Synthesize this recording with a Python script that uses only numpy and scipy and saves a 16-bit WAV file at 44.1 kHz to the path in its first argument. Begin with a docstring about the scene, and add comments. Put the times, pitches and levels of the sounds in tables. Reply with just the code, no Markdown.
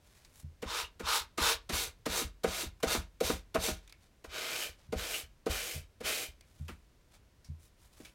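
"""A rubber sanding block works the edge of a paper-covered board on a workbench, heard close; both channels are equal.
First come a light slide, a paper tick and a dull thud. Then 13 strokes of clumped grit grains, filtered by block and
board: three full-face, six flat on the edge, four tilted, with noise scuffs and cracks, struck board and bench modes.
Filtered-noise slides and ticks and dull modal thuds appear between strokes too, and a last few follow with a faint
knock. A short room tail and a steady coloured hush lie under it all."""
import sys
import numpy as np
from scipy import signal
from scipy.fft import rfft, irfft, next_fast_len
from scipy.io import wavfile

SR = 44100
rng = np.random.default_rng(int(sys.argv[2]) if len(sys.argv) > 2 else 0)


def int16_out(signal):
    """Quantize to a 16-bit WAV file."""
    q = np.round(np.clip(np.atleast_2d(signal).T, -1, 1) * 32767)
    wavfile.write(sys.argv[1], SR, q.astype(np.int16))


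N = 358974
TIME_S = np.arange(N) / SR
FREQS_HZ = np.maximum(np.fft.rfftfreq(N, 1 / SR), 1)

# Event and mode levels below are relative: each layer adds its own level_db.
# strokes: land_s, grip, full_speed_after_s, run_off_after_s, full_speed_db, run_off_db, fade_db_per_s,
# hollow_re_rasp_db, hiss_re_rasp_db, hiss_gain_along_stroke_db, landing_scuff_db
STROKES = [(0.618, "full", 0.09, 0.18, -42, -33.5, 278, 0, -13.5, 10.5, -35),
           (0.9935, "full", 0.11, 0.18, -33.5, -29.5, 355.5, 1, -11, 14.5, -36),
           (1.374, "full", 0.018, 0.14, -34, -27, 352, -2.5, -7.5, 3.5, -24),
           (1.6904, "flat", 0.044, 0.15, -35.5, -37, 324, -5, -4, 6, -26.5),
           (2.055, "flat", 0.046, 0.15, -40, -34, 335, -4, -5.5, 10, -26),
           (2.433, "flat", 0.041, 0.19, -44, -36.5, 343, -5.5, -6.5, 10, -27),
           (2.8263, "flat", 0.066, 0.11, -37, -30.5, 309, -3, -7, 8.5, -24),
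           (3.2021, "flat", 0.045, 0.11, -35.5, -37.5, 256, -6, -5, 4.5, -25.5),
           (3.542, "flat", 0.11, 0.13, -35.5, -31.5, 285, -7, -4.5, 6, -25.5),
           (4.2393, "tilted", 0.14, 0.42, -40.3, -39.3, 325, -7.3, -8.6, 11, -40),
           (4.9206, "tilted", 0.073, 0.28, -41.5, -41, 420, -7.5, -5, 11, -33.5),
           (5.4585, "tilted", 0.058, 0.31, -38.5, -45, 330, -9.5, -3, 5, -32),
           (6.0017, "tilted", 0.073, 0.25, -34.5, -42, 364, -10.5, -3.5, 5, -40.5)]
# rasp colour per grip: freq_hz, density_db
FULL_COLOUR = [(120, -24), (260, -17.5), (420, -11), (600, -9), (740, -8), (880, 4.5), (1900, -3),
               (3000, -1.5), (4800, -2), (7000, -5), (10000, -8), (14000, -11.5), (16000, -18)]
FLAT_COLOUR = [(120, -3), (260, -14.5), (420, -9), (740, -2), (1050, -1.5), (1900, -3.5), (3000, -1),
               (4800, -2.5), (7000, -5), (10000, -8), (14000, -12.5), (16000, -19)]
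TILTED_COLOUR = [(120, -10.5), (260, -10), (420, -2), (850, -0.5), (1300, 1.5), (1900, -2.5), (2700, 0),
                 (4800, -3), (7000, -7), (10000, -12), (14000, -14.5), (16000, -20.5)]
# block and board resonances per grip: centre_hz, width_hz, lift_db
FULL_PEAKS = [(350, 63, 7.1), (462, 34, 13), (468, 24, 11), (643, 14, 13.3), (815, 43, 4.2),
              (965, 150, 5.4), (1070, 60, 3.3), (1245, 76, 10.5), (1396, 72, 6.1), (1740, 60, 4),
              (2125, 46, 4), (2560, 75, 3), (3690, 220, 5.5), (4090, 240, 3.3), (5000, 60, 3),
              (5450, 58, 3)]
FLAT_PEAKS = [(350, 84, 10), (462, 33, 14.5), (490, 30, 8.5), (638, 14, 11.5), (950, 51, 4.5),
              (1246, 63, 8.5), (1447, 88, 6), (1527, 70, 0.5), (1887, 41, 1), (2125, 50, 4), (2360, 59, 4),
              (2750, 80, 2.5), (3790, 410, 4), (4350, 110, 4.5), (5500, 58, 2.5), (6130, 460, 2.5)]
TILTED_PEAKS = [(326, 39, 4.6), (481.5, 19.5, 7.6), (634, 21, 6.5), (1244, 94, 4.1), (1484, 180, 6.7),
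                (2130, 120, 3.9), (2374, 90, 6.4), (3025, 110, 4), (3820, 56, 2.9), (5100, 21, 1.4)]
SWELL_DB = 51.5   # depth of the swell up to full speed
RUN_OFF_S = 0.015   # rounding of the run-off
HOLLOW_LOSS_DB = 6   # over a stroke, as the contact point travels along the edge
HISS_LOSS_DB_PER_DB = 0.22   # extra hiss loss per dB that the rasp loses to slow speed or run-off
# block corner catching on the edge: peak_s, level_db, pitch_hz, half_length_s
CATCHES = [(0.85, -42.5, 2800, 0.0079), (1.459, -36, 3670, .015), (4.63, -44.5, 2970, 0.035),
           (5.151, -39.5, 2850, 0.02)]
# block or hand knocks on the board: start_s, thump_db, hollow_ring_db, clack_db, dry_crack_db, bench_sway_db
KNOCKS = [(0.625, -42.5, -28, -45, -38.5, -45.5), (1.0, -45, -32.5, -53, -42, -46),
          (1.38, -36.5, -53.5, -41, -28.5, -40), (1.696, -38, -51, -44, -36.5, -39.5),
          (2.061, -37, -25, -41.5, -33.5, -45.5), (2.213, -42, -63, -49, -44, -41),
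          (2.442, -33, -18, -32, -30.5, -43), (2.631, -45.5, -65, -53, -55, -42.5),
          (2.831, -35.5, -18.5, -30.5, -31.5, -42), (2.947, -35.5, -43, -41.5, -31, -38.5),
          (3.21, -39.5, -16.5, -34.5, -46, -43), (3.297, -34.5, -24, -39, -31.5, -42.5),
          (3.547, -36.5, -29, -28, -36, -39.5), (3.555, -42, -24.5, -29.5, -32, -53),
          (3.681, -37, -46, -37.5, -37.5, -41), (4.244, -59.5, -42.5, -53, -47, -52),
          (4.925, -37, -21.5, -34, -37.5, -38.5), (5.463, -38.5, -19.5, -36.5, -37.5, -37),
          (6.007, -47, -32.5, -50, -47.5, -52), (6.686, -47, -56, -72, -42.5, -51),
          (7.999, -52.5, -49, -60, -58.5, -60)]
# board modes: pitch_hz, level_db, t60_s
BOARD_MODES = [(159, -15.5, 0.28), (186.3, -9.5, 0.22), (238, 0.5, 0.083), (296, 0.5, 0.046),
               (323.2, -3.5, 0.13), (370, 4, 0.049), (466.4, -0.5, 0.042), (526, -16.5, 0.14),
               (600, -2, 0.015), (638, -1, 0.11), (700, -6, 0.025), (760.5, -9.5, 0.14),
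               (964, -27.5, 0.059)]
# colour of the dry crack: freq_hz, density_db
CRACK_COLOUR = [(700, -1.5), (1000, 2.5), (1400, -1.5), (2000, -2.5), (2800, -6.5), (4500, -34.5),
                (16000, -40.5)]
# low bench modes swayed by knocks and run-offs: pitch_hz, level_db, t60_s
SWAY_MODES = [(45.7, -7.5, 0.47), (61.9, 8, 0.12), (74, -1.5, 0.17), (104, -5.5, 0.11)]
SWAY_LAG_S, RUN_OFF_SWAY_DB = 0.0342, -53.5
# dull thuds in the bench: start_s, push_db
THUDS = [(0.433, -35.5), (4.879, -42.5), (5.749, -33.5), (6.599, -32), (7.488, -33)]
# bench modes of the thuds: pitch_hz, level_db, t60_s
THUD_MODES = [(80.5, -2.5, 0.25), (142, -3.5, 0.14), (215, -14, 0.15)]
# hand or block sliding lightly on the paper: peak_s, level_db, swell_s, fade_s, treble_db
SLIDES = [(0.075, -69.5, 0.042, 0.29, -2), (0.405, -69.5, 0.066, 0.024, 7), (3.83, -71, 0.0073, 0.056, -12),
          (4.04, -69, 0.038, 0.037, -5), (4.8, -67, 0.022, 0.064, -10.5), (5.83, -70, 0.0056, 0.015, -18),
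          (6.62, -72, 0.18, 0.18, -2), (7.159, -64, 0.045, 0.016, -6), (7.635, -70.5, 0.032, 0.045, 4.5),
          (7.83, -69, 0.038, 0.046, 1), (8.02, -65, 0.087, 0.088, -0.5)]
# small paper ticks and scrapes: start_s, level_db, t60_s, brightest_hz
TICKS = [(0.248, -51, 0.04, 4330), (2.802, -51.5, 0.08, 1000), (3.876, -49.5, 0.024, 3500),
         (3.895, -51, 0.051, 3500), (3.924, -43.5, 0.013, 3960), (6.409, -47.5, 0.014, 4140),
         (6.681, -44.5, 0.17, 2500), (7.445, -56.5, 0.16, 4800), (8.048, -47.5, 0.17, 2740)]
# paper colour: freq_hz, density_db
PAPER_COLOUR = [(200, -15.5), (600, 1.5), (1500, -1), (3000, -3), (6000, -1.5), (10000, -3), (16000, -11)]
# paper resonances: centre_hz, width_hz, lift_db
PAPER_PEAKS = [(2330, 260, 2), (3670, 550, 3)]
ROOM_T60_S, ROOM_DB = 0.23, -18
# colour of the still room: freq_hz, density_db
HUSH_COLOUR = [(12, -33), (20, -1), (60, 0.5), (104, -4.5), (154, -11.5), (607, -20.5), (897, -27),
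               (1000, -21.5), (1120, -27), (1480, -26), (5850, -32.5), (13200, -40), (16000, -41.5)]
HUSH_DB = -64
CUTOFF_HZ = 16000


def rasp(strokes, colour, peaks, level_db, catch_db):
    """Grit tears along the edge, exciting block and board; hollow middle and fine hiss shift along each stroke."""
    gain, hollow_db, hiss_db = stroke_controls(strokes)
    grit = grains(per_s=10000, spread_db=2.5, catch_db=catch_db, catch_hz=140)
    tearing = many_modes(coloured(grit, colour), ripple_db=2.2, spacing_hz=45)

    # the travelling contact point feeds each resonance now more, now less
    full_band = tearing
    for hz, width_hz, lift_db in peaks:
        feed = from_db(3.2 * drift(7))
        full_band = full_band + (from_db(lift_db) - 1) * feed * resonance(tearing, hz, width_hz)
    full_band = full_band / rms(band(full_band, 2000, 7000))

    # take out middle and top, put them back at their moving levels
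    spectrum = rfft(full_band)
    middle = irfft(spectrum / (1 + np.log2(FREQS_HZ / 1150) ** 4 * 8), N)
    top = irfft(spectrum / (1 + (7000 / FREQS_HZ) ** 6), N)
    hollow = middle / rms(middle) * from_db(hollow_db - 1.5)
    hiss = top / rms(top) * from_db(hiss_db + 0.23)
    return from_db(level_db) * gain * (full_band - middle - top + hollow + hiss)


def stroke_controls(strokes):
    """Each stroke swells to full speed, leans in or eases off, and fades past the edge, thinning and brightening."""
    gain, hollow_db, hiss_db = np.zeros((3, N))
    for (start_s, _, full_s, off_s, full_db, off_db, fade_db_per_s,
         mid_hollow_db, mid_hiss_db, brightening_db, _) in strokes:
        first = int(start_s * SR)
        age_s = TIME_S[:N - first][:SR]
        span = slice(first, first + len(age_s))

        swell_loss_db = SWELL_DB * np.maximum(1 - age_s / full_s, 0) ** 2
        fade_loss_db = fade_db_per_s * RUN_OFF_S * np.logaddexp(0, (age_s - off_s) / RUN_OFF_S)
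        loss_db = swell_loss_db + fade_loss_db
        pressure_db = np.interp(age_s, [full_s, off_s], [full_db, off_db])
        travel = np.minimum(age_s / off_s, 1) - 0.5

        gain[span] = from_db(pressure_db - loss_db)
        hollow_db[span] = mid_hollow_db - HOLLOW_LOSS_DB * travel
        hiss_db[span] = mid_hiss_db + brightening_db * travel - HISS_LOSS_DB_PER_DB * loss_db
    return gain, hollow_db, hiss_db


def grains(per_s, spread_db, catch_db, catch_hz):
    """Tiny fractures of uneven size, in clumps as the surface catches and lets go."""
    sizes = from_db(spread_db * np.minimum(rng.exponential(1, N), 4))
    signs = rng.choice([-1, 1], N)
    fires = rng.random(N) < per_s / SR
    return sizes * signs * fires * from_db(catch_db * drift(catch_hz))


def many_modes(x, ripple_db, spacing_hz):
    """Crowded upper modes of the board make a fine, fixed ripple in the spectrum."""
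    centres_hz = np.arange(0, SR / 2, spacing_hz)
    ripple = np.interp(FREQS_HZ, centres_hz, rng.standard_normal(len(centres_hz)))
    upper = FREQS_HZ / (FREQS_HZ + 1000)
    return irfft(rfft(x) * from_db(ripple_db * ripple * upper), N)


def contact(lift_s, settle_s):
    """Gain of the touch: the block is off the board before each landing and settles on it just after."""
    touch = np.ones(N)
    for start_s, *_ in STROKES:
        touch *= np.interp(TIME_S - start_s, [-2 * lift_s, -lift_s, 0, settle_s], [1, 0, 0, 1])
    return touch


def catches(level_db, width_hz):
    """A dragging corner: friction drives one narrow resonance, which sings for a moment."""
    out, friction = np.zeros(N), rng.standard_normal(N)
    for peak_s, db, hz, half_s in CATCHES:
        tone = resonance(resonance(friction, hz, width_hz), hz, width_hz)
        out += from_db(db) * tone / rms(tone) * swell(peak_s, half_s, half_s)
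    return from_db(level_db) * out


def scuffs(level_db, rise_s, t60_s):
    """The grit bites for an instant as the block lands: a burst of coloured grains."""
    envelope = sum(from_db(db) * burst(start_s, rise_s, t60_s) for start_s, *_, db in STROKES)
    bite = grains(per_s=6900, spread_db=3.0, catch_db=0.0, catch_hz=215)
    return from_db(level_db) * envelope * coloured(bite, FLAT_COLOUR[2:], FLAT_PEAKS)


def knocks(level_db, build_s, detune):
    """The board rings briefly; where it is hit and held sets the share and exact pitch of its modes."""
    blows = []
    for start_s, *shares_db, _, _ in KNOCKS:
        for hz, mode_db, t60_s in BOARD_MODES:
            # thump to 400 Hz, hollow ring to 570 Hz, clack above
            share_db = shares_db[np.searchsorted([400, 570], hz)]
            late_s = rng.uniform(0, 0.0034)   # the soft pad does not land all at once
            pitch_hz = hz * (1 + detune * rng.standard_normal())
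            blows.append((start_s + late_s, share_db + mode_db, pitch_hz, t60_s))
    return from_db(level_db) * strike(blows, build_s)


def cracks(level_db, rise_s, t60_s):
    """The board slaps the bench under each knock: a dry, woody burst of grains."""
    envelope = sum(from_db(db) * burst(start_s, rise_s, t60_s) for start_s, *_, db, _ in KNOCKS)
    slap = grains(per_s=5000, spread_db=3.0, catch_db=1.5, catch_hz=200)
    return from_db(level_db) * envelope * coloured(slap, CRACK_COLOUR, FLAT_PEAKS)


def sways():
    """Pushes on the bench just after each knock and each run-off: rows of start_s, push_db."""
    knocked = [(start_s + SWAY_LAG_S, sway_db) for start_s, *_, sway_db in KNOCKS]
    released = [(start_s + off_s + SWAY_LAG_S, RUN_OFF_SWAY_DB) for start_s, _, _, off_s, *_ in STROKES]
    return knocked + released


def bench(pushes, modes, level_db, build_s):
    """Soft pushes set the low modes of the bench swinging."""
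    blows = [(start_s, push_db + mode_db, hz, t60_s)
             for start_s, push_db in pushes for hz, mode_db, t60_s in modes]
    return from_db(level_db) * strike(blows, build_s)


def paper_slides(level_db):
    """Hand or block slides over paper: friction grains swell and fade, each slide with its own treble."""
    friction = coloured(grains(per_s=4000, spread_db=3, catch_db=2, catch_hz=40), PAPER_COLOUR, PAPER_PEAKS)
    treble = irfft(rfft(friction) / (1 + (6000 / FREQS_HZ) ** 4), N)
    out = np.zeros(N)
    for peak_s, db, rise_s, fall_s, treble_db in SLIDES:
        tinted = friction + (from_db(treble_db) - 1) * treble
        out += from_db(db) * swell(peak_s, rise_s, fall_s) * tinted
    return from_db(level_db) * out


def paper_ticks(level_db, focus_db, ring_db, ring_t60_s):
    """Paper snaps as noise bursts focused at their own pitch, each with a ring in the lowest paper resonance."""
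    crinkle, out = coloured(rng.standard_normal(N), PAPER_COLOUR), np.zeros(N)
    ring_hz, ring_width_hz, _ = PAPER_PEAKS[0]
    ringing = from_db(ring_db) * resonance(crinkle, ring_hz, ring_width_hz)
    for start_s, db, t60_s, hz in TICKS:
        snap = crinkle + from_db(focus_db) * resonance(crinkle, hz, 0.43 * hz)
        tick = burst(start_s, 0.0008, t60_s) * snap
        after = burst(start_s, 0.0011, ring_t60_s) * ringing
        out += from_db(db) * (tick + after)
    return from_db(level_db) * out


def room(x):
    """Short, slightly dull tail from the walls of a small workshop: decaying noise of unit energy."""
    tail = band(rng.standard_normal(N), 110, 3900) * burst(0.0033, 0.0016, ROOM_T60_S)
    return signal.fftconvolve(x, tail[:SR] / np.sqrt(np.sum(tail ** 2)))[:N]


def hush():
    """Still room: steady coloured noise."""
    return from_db(HUSH_DB) * coloured(rng.standard_normal(N), HUSH_COLOUR)


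def strike(blows, build_s):
    """Sum of struck modes given as rows of start_s, level_db, pitch_hz, t60_s."""
    out = np.zeros(N)
    for start_s, db, hz, t60_s in blows:
        span, swing = ring(start_s, hz, t60_s, build_s)
        out[span] += from_db(db) * swing
    return out


def ring(start_s, hz, t60_s, build_s):
    """One decaying mode whose swing builds up during contact; returns its span and samples."""
    first = int(start_s * SR)
    age_s = np.arange(min(int(1.5 * t60_s * SR), N - first)) / SR
    decay = np.exp(-np.log(1000) * age_s / t60_s)
    build = 1 - np.exp(-np.log(1000) * age_s / build_s)
    return slice(first, first + len(age_s)), decay * build * np.sin(2 * np.pi * hz * age_s)


def burst(start_s, rise_s, t60_s):
    """Envelope that rises briefly and dies away."""
    age_s = np.maximum(TIME_S - start_s, 0)
    decay = np.log(1000) * np.maximum(age_s - rise_s, 0) / t60_s
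    return np.minimum(age_s / rise_s, 1) * np.exp(-np.minimum(decay, 20))


def swell(peak_s, rise_s, fall_s):
    """Rounded envelope, highest at peak_s."""
    width_s = np.where(TIME_S < peak_s, rise_s, fall_s)
    return np.exp(-np.minimum(((TIME_S - peak_s) / width_s) ** 2, 20))


def drift(rate_hz):
    """Slow chance with rms 1, drawn at every 20th sample."""
    white = rng.standard_normal(next_fast_len(N // 20 + 2))
    hz = np.fft.rfftfreq(len(white), 20 / SR)
    slow = irfft(rfft(white) / (1 + (hz / rate_hz) ** 2), len(white))
    return np.interp(np.arange(N) / 20, np.arange(len(slow)), slow / rms(slow))


def coloured(x, colour, peaks=()):
    """Shape x by a broad colour with resonances standing out of it; rms 1."""
    hz, db = np.transpose(colour)
    db = np.interp(np.log(FREQS_HZ), np.log(hz), db)
    for centre_hz, width_hz, lift_db in peaks:
        db = db + lift_db / (1 + (2 * (FREQS_HZ - centre_hz) / width_hz) ** 2)
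    low_cut = np.sqrt(1 + (hz[0] / FREQS_HZ) ** 4)   # steep fall below the first point
    y = irfft(rfft(x) * from_db(db) / low_cut, N)
    return y / rms(y)


def resonance(x, hz, width_hz):
    """Two-pole resonance with gain 1 at its centre."""
    r = np.exp(-np.pi * width_hz / SR)
    zeros = np.array([1, 0, -1]) * (1 - r * r) / 2
    poles = [1, -2 * r * np.cos(2 * np.pi * hz / SR), r * r]
    return signal.lfilter(zeros, poles, x)


def band(x, low_hz, high_hz):
    """Causal band-pass."""
    edges_hz = [low_hz, min(high_hz, SR / 2 - 100)]
    return signal.sosfilt(signal.butter(2, edges_hz, "band", fs=SR, output="sos"), x)


def from_db(db):
    """Decibels to gain."""
    return 10 ** (np.asarray(db) / 20)


def rms(x):
    """Root mean square."""
    return np.sqrt(np.mean(x ** 2) + 1e-20)


def scene():
    """Sanding and handling in the still room, the same in both channels."""
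    full, flat, tilted = [[row for row in STROKES if row[1] == grip] for grip in ("full", "flat", "tilted")]
    rasps = rasp(full, FULL_COLOUR, FULL_PEAKS, level_db=-0.5, catch_db=1.0)
    rasps += rasp(flat, FLAT_COLOUR, FLAT_PEAKS, level_db=-0.45, catch_db=-0.6)
    rasps += rasp(tilted, TILTED_COLOUR, TILTED_PEAKS, level_db=-0.76, catch_db=0.5)

    work = rasps * contact(lift_s=0.077, settle_s=0.055)
    work += catches(level_db=-0.5, width_hz=250)
    work += scuffs(level_db=-10.5, rise_s=0.0063, t60_s=0.11)
    work += knocks(level_db=5.0, build_s=0.019, detune=0.013)
    work += cracks(level_db=-2.5, rise_s=0.0054, t60_s=0.1)
    work += bench(sways(), SWAY_MODES, level_db=8.5, build_s=0.098)
    work += bench(THUDS, THUD_MODES, level_db=5, build_s=0.1)
    work += paper_slides(level_db=3.0)
    work += paper_ticks(level_db=-7.5, focus_db=9.0, ring_db=5.0, ring_t60_s=0.14)

    out = work + from_db(ROOM_DB) * room(work) + hush()
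    return np.array([out, out])


def record(dry):
    """Steep elliptic low-pass cuts the top."""
    return signal.sosfilt(signal.ellip(12, 0.1, 80, CUTOFF_HZ, fs=SR, output="sos"), dry)


dry = scene()
out = record(dry)
int16_out(out)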